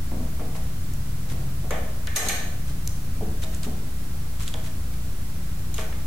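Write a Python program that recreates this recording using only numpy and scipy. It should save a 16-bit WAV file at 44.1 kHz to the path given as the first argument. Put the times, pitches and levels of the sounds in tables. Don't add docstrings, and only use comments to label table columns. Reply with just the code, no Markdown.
import sys
import numpy as np
from scipy import signal
from scipy.fft import rfft, irfft, next_fast_len
from scipy.io import wavfile
from scipy.ndimage import uniform_filter1d, map_coordinates

SR = 44100
rng = np.random.default_rng(int(sys.argv[2]) if len(sys.argv) > 2 else 0)


def pcm_store(signal):
    levels = np.round(np.clip(np.atleast_2d(signal), -1, 1) * 32767)
    wavfile.write(sys.argv[1], SR, levels.astype(np.int16).T)


N = 267246

# (time [s], relative level [dB], t60 [s])
CLANKS = [(1.7069, -29, 0.04), (2.1608, -9.5, 0.079), (2.2040, -25, 0.013), (2.2854, -11, 0.063),
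          (2.329, -23, .018), (5.7424, -26, 0.016)]
# (time [s], relative level [dB], lower resonance [Hz])
THREAD_CATCHES = [(0.9362, -36.5, 7200), (2.0714, -22, 3360), (2.875, -15.5, 6320), (3.4367, -29.5, 3800),
                  (3.547, -31, 7750), (3.632, -25, 4030), (4.4785, -24, 3600), (4.54, -27.5, 3160),
                  (4.938, -41, 2350), (5.7815, -26, 3330)]
# (time [s], relative level [dB], hardness [0-1], panel t60 [s])
BUMPS = [(0.116, -37.5, 0.34, 0.22), (0.2, -40, 0.23, 0.11), (0.394, -37, 0.39, 0.25),
         (0.55, -42.5, 0.55, 0.19), (1.313, -43, 0.43, 0.33), (1.641, -42.5, .36, .18),
         (1.706, -31, .61, 0.35), (2.072, -41.5, 0.94, 0.098), (2.225, -34.5, 0.46, 0.33),
         (2.264, -31.5, 0.41, 0.14), (2.294, -32.5, 1, .12), (3.208, -38, 0.22, 0.05),
         (3.216, -37.5, 0.02, 0.083), (3.435, -42.5, .5, 0.25), (3.663, -40, 0.26, 0.24),
         (4.541, -34.5, 0.52, .09), (5.785, -32.5, 0.61, 0.17), (5.924, -44, 0.76, 0.071)]
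# (time [s], relative level [dB], length [s])
SCRAPES = [(0.542, -53, 0.044), (1.285, -49.5, 0.053), (2.149, -42, 0.045), (2.238, -43, 0.05),
           (2.662, -55, .067), (3.414, -48, 0.041), (3.513, -56, .065), (3.623, -48.5, 0.045),
           (4.388, -48.5, 0.066), (4.453, -48.5, 0.049), (4.632, -52, 0.059), (5.725, -50, 0.14)]
# (centre [Hz], width [Hz], relative level [dB])
STEEL_MODES = [(4050, 900, -8), (5950, 700, -6), (6470, 130, 4), (7100, 800, -3), (8550, 500, -5),
               (10300, 1800, -11), (11880, 250, -4), (12900, 1000, -4)]
# (centre [Hz], width [Hz], relative level [dB])
BRACKET_MODES = [(1200, 300, -7), (1520, 30, -2), (1738, 40, 2), (1780, 45, -2), (1855, 80, -2),
                 (2040, 200, -2), (2365, 150, -3), (2900, 300, -9), (3500, 700, -12)]
# (centre [Hz], width [Hz], relative level [dB])
PANEL_MODES = [(435, 60, -5), (475, 28, -1), (568, 24, 0), (637, 14, 6), (715, 22, -1), (773, 25, -5),
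               (815, 25, -5), (915, 30, -11), (1110, 60, -13)]
# (centre [Hz], width [Hz], relative level [dB])
THUD_MODES = [(195, 12, 0.5), (241.3, 26, 0.5), (333, 12, -5), (434, 34, -7.5)]
# (frequency [Hz], relative density [dB per Hz])
FRICTION_SPECTRUM = [(300, -5), (1000, 4.5), (3500, 5.5), (5000, 2), (6700, 4.5), (9500, 0), (12000, 1),
                     (16000, -20)]
# (frequency [Hz], relative density [dB per Hz])
RUMBLE_SPECTRUM = [(10, -5.5), (20, 6), (30, -1.5), (42, -4.5), (70, -0.5), (100, -6.5), (135, -8.5),
                   (160, -13.5), (200, -14.5), (280, -18), (400, -32.5), (800, -61)]
# (frequency [Hz], relative density [dB per Hz])
HISS_SPECTRUM = [(150, -19), (300, -4), (400, -8), (650, -10.5), (900, -12.5), (1300, -11.5), (1800, -14),
                 (3000, -17), (7000, -17.5), (15800, -18)]
# (frequency [Hz], correlation [0-1])
LIKENESS = [(60, 1), (130, 1), (290, 0.86), (640, 0.46), (1400, 0.13), (3000, 0), (15000, .03)]
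# (time [s], relative level [dB])
RUMBLE_COURSE = [(0.0, -31), (0.46, -33), (0.57, -31.5), (2.39, -34), (2.45, -30), (4.2, -34),
                 (6.06, -33.5)]
# (frequency [Hz], t60 [s])
WALL_DECAY = [(150, .55), (600, .72), (2000, .6), (7000, .5), (14000, .45)]

BAND_TOP_HZ = 15850
SHAKE_DB, SHAKE_HARDNESS, SHAKE_T60_S, FULL_BLOW_S = -17.5, 0.8, 0.21, 0.074
TICK_REF_T60_S, TICK_REF_DB, TICK_SHORTENING_DB_PER_DB = 0.013, -27, 0.34
THUD_DB_SOFT_HARD = [17.5, -20]
BRACKET_DB_SOFT_HARD = [-27.5, 16.5]
BRACKET_T60_SHARE = 0.64
KNOCK_DB, KNOCK_T60_S, KNOCK_SOFT_HZ, KNOCK_OCTAVES, KNOCK_WIDTH = 0.5, 0.071, 237, 3.45, 0.77
SHAFT_HZ, FAN_DB = 29.1, [-46.5, -38.5, -40.5, -73, -44.5, -47]
BUZZ_HZ, BUZZ_DB = 119.5, [-48, -54.5]
DRONE_START_S, DRONE_LENGTH_S, DRONE_DB = 0.5, 1.57, -37
DRONE_HZ, DRONE_RISE_HZ_PER_S = 127.3, 3.5


def clanks():
    times, levels_db, t60 = np.transpose(CLANKS)
    force = chatter(blows(times, levels_db, t60, rise=0.0002), alike=0.023)
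    ring = resonate(force, STEEL_MODES, soft_hz=12600) * amp([[-1.2], [1.2]])
    block_decay = [(3000, 0.26), (14000, 0.02)]  # (frequency [Hz], t60 [s])
    return ring + amp(-9) * reflections(ring, block_decay, delay=0.0059)


def ticks():
    out = np.zeros((2, N))
    for time, db, hz in THREAD_CATCHES:
        start = round(time * SR)
        span = slice(start, start + SR // 10)
        t60 = TICK_REF_T60_S * amp(-TICK_SHORTENING_DB_PER_DB * (db - TICK_REF_DB))
        snap = chatter(blows([time], [db], t60, rise=0.00011)[span], alike=0.88)
        snap[:, round(0.0004 * SR)] += amp(db - 6.5)
        modes = [(hz, hz * 0.21, 0), (hz * 2, hz * 0.36, -8)]
        out[:, span] += resonate(snap, modes, soft_hz=12600)
    return out * amp([[-0.4], [0.4]])


def scrapes():
    stroke = np.zeros(N)
    for time, db, length in SCRAPES:
        progress = np.clip((clock() - time) / length, 0, 1)
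        stroke += amp(db) * np.sin(np.pi * progress)
    slips = chatter(amp(2.0 * wobble(400)), alike=0.23)
    grit = unit(filtered(slips, lambda hz: amp(along(FRICTION_SPECTRUM, hz))))
    return amp(9.5) * stroke * grit


def bumps():
    shakes = []
    for time, db, t60 in CLANKS:
        push_db = db + 20 * np.log10(t60 / FULL_BLOW_S)
        shakes.append((time, push_db + SHAKE_DB, SHAKE_HARDNESS, SHAKE_T60_S))
    times, panel_db, hardness, t60 = np.transpose(BUMPS + shakes)
    thud_db = panel_db + np.interp(hardness, [0, 1], THUD_DB_SOFT_HARD)
    bracket_db = panel_db + np.interp(hardness, [0, 1], BRACKET_DB_SOFT_HARD)
    panel_force = chatter(blows(times, panel_db, t60, rise=0.00094), alike=0.85)
    thud_force = chatter(blows(times, thud_db, t60, rise=0.0014), alike=1.0)
    bracket_force = chatter(blows(times, bracket_db, BRACKET_T60_SHARE * t60, rise=0.0014), alike=0.44)
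    panel = resonate(panel_force, PANEL_MODES, soft_hz=1490)
    thud = resonate(thud_force, THUD_MODES, soft_hz=564)
    bracket = resonate(bracket_force, BRACKET_MODES, soft_hz=4000)
    return panel + thud + bracket * amp([[-0.4], [0.4]])


def knocks():
    out = np.zeros((2, N + SR))
    length = SR // 4
    for time, db, hardness, _ in BUMPS:
        hz = KNOCK_SOFT_HZ * 2 ** (KNOCK_OCTAVES * hardness)
        envelope = blows([0], [db + KNOCK_DB], KNOCK_T60_S, rise=0.00042)[:length]
        force = chatter(envelope, alike=0.61)
        knock = resonate(force, [(hz, hz * KNOCK_WIDTH, 0)], soft_hz=hz * 2.31)
        start = round(time * SR)
        out[:, start:start + length] += knock
    return out[:, :N]


def reflections(x, t60, delay):
    hz, t, noise = signal.stft(rng.standard_normal((2, SR)), SR, nperseg=256)
    decay = np.exp(-np.log(1000) * t / along(t60, hz)[:, None])
    tail = spread(signal.istft(noise * decay, SR, nperseg=256)[1])
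    tail = tail / np.linalg.norm(tail[0])
    tail = np.pad(tail, ((0, 0), (round(abs(delay) * SR), 0)))
    return signal.fftconvolve(x[:1], tail, axes=1)[:, :N]


def hum():
    t, lines = clock(), 0
    for base_hz, levels_db in [(SHAFT_HZ, FAN_DB), (BUZZ_HZ, BUZZ_DB)]:
        for multiple, db in enumerate(levels_db, 1):
            strength = amp(db + 2.15 * wobble(5))
            cycles = multiple * base_hz * t + rng.random()
            lines = lines + strength * np.sin(2 * np.pi * cycles + 0.27 * wobble(3.02))
    return np.sqrt(2) * lines


def drone():
    age = np.clip(clock() - DRONE_START_S, 0, DRONE_LENGTH_S)
    hz = DRONE_HZ + DRONE_RISE_HZ_PER_S * age
    swell = np.sin(np.pi * age / DRONE_LENGTH_S)
    return np.sqrt(2) * amp(DRONE_DB) * swell * np.sin(2 * np.pi * np.cumsum(hz) / SR)


def moving_air():
    rumble_db = np.interp(clock(), *np.transpose(RUMBLE_COURSE)) - 1
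    return amp(rumble_db) * rush(RUMBLE_SPECTRUM) + amp(-43.0) * rush(HISS_SPECTRUM)


def rush(spectrum):
    noise = rng.standard_normal((2, N))
    return unit(spread(filtered(noise, lambda hz: amp(along(spectrum, hz)))))


def spread(pair):
    def mid_side_gains(hz):
        angle = np.arccos(np.clip(along(LIKENESS, hz), 0, 1)) / 2
        return np.array([np.cos(angle), np.sin(angle)])
    mid, side = filtered(pair, mid_side_gains)
    return np.array([mid + side, mid - side])


def blows(times, levels_db, t60, rise):
    power, t = np.zeros(N + SR), np.arange(SR // 2) / SR
    for time, db, life in zip(times, levels_db, np.broadcast_to(t60, len(times))):
        start = round(time * SR)
        decay = np.exp(-np.log(1000) * t / life)
        onset = 1 - np.exp(-t / rise)
        power[start:start + len(t)] += (amp(db) * decay * onset) ** 2
    return np.sqrt(power[:N])


def chatter(envelope, alike):
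    shared = np.clip(alike, 0, 1)
    noise = rng.standard_normal((3, len(envelope)))
    return envelope * (np.sqrt(shared) * noise[0] + np.sqrt(1 - shared) * noise[1:])


def resonate(x, modes, soft_hz, size=16384):
    f = np.fft.rfftfreq(size, 1 / SR)
    power = 0
    for centre, width, db in modes:
        damping = (f * width) ** 2
        power = power + amp(2 * db) * damping / ((centre ** 2 - f * f) ** 2 + damping)
    power = power / (1 + (f / soft_hz) ** 20)
    cepstrum = irfft(np.log(power / power.mean() + 1e-9))[:size // 2]
    cepstrum[0] /= 2
    ring = irfft(np.exp(rfft(cepstrum, size)))
    return signal.fftconvolve(x, ring[None], axes=1)[:, :x.shape[1]]


def filtered(x, response):
    n = x.shape[-1]
    padded = next_fast_len(n + 8192, True)
    return irfft(rfft(x, padded) * response(np.fft.rfftfreq(padded, 1 / SR)), padded)[..., :n]


def wobble(rate):
    knots = rng.standard_normal(int(N * rate / SR) + 4)
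    return map_coordinates(knots, [clock() * rate])


def along(points, hz):
    f, values = np.transpose(points)
    return np.interp(np.log(hz + 1), np.log(f + 1), values)


def amp(db):
    return 10 ** (np.asarray(db) / 20)


def unit(x):
    return x / np.sqrt(np.mean(x ** 2) + 1e-20)


def clock():
    return np.arange(N) / SR


def scene():
    steel = clanks()
    nut = ticks() + scrapes()
    body = bumps() + knocks()
    to_walls = amp(-4.0) * steel + amp(-6.5) * nut + amp(-1) * body
    echo = reflections(to_walls, WALL_DECAY, delay=0.014)
    return steel + nut + body + echo + hum() + drone() + moving_air()


def record(dry, offset=-0.061, top=0.15):
    x = filtered(dry, lambda hz: hz < BAND_TOP_HZ)
    level = np.sqrt(abs(uniform_filter1d(np.mean(x ** 2, axis=0), size=150)))
    ceiling_db, release_s = -19.5, 0.09
    over = np.maximum(0, np.log(level / amp(ceiling_db) + 1e-9))
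    fade = np.exp(-clock() / release_s)
    gain = np.exp(-np.maximum.accumulate(over / fade) * fade)
    limited = np.clip((x + offset) * gain, -top, top)
    return filtered(limited - offset, lambda hz: hz < BAND_TOP_HZ) + offset


dry = scene()
out = record(dry)
pcm_store(out)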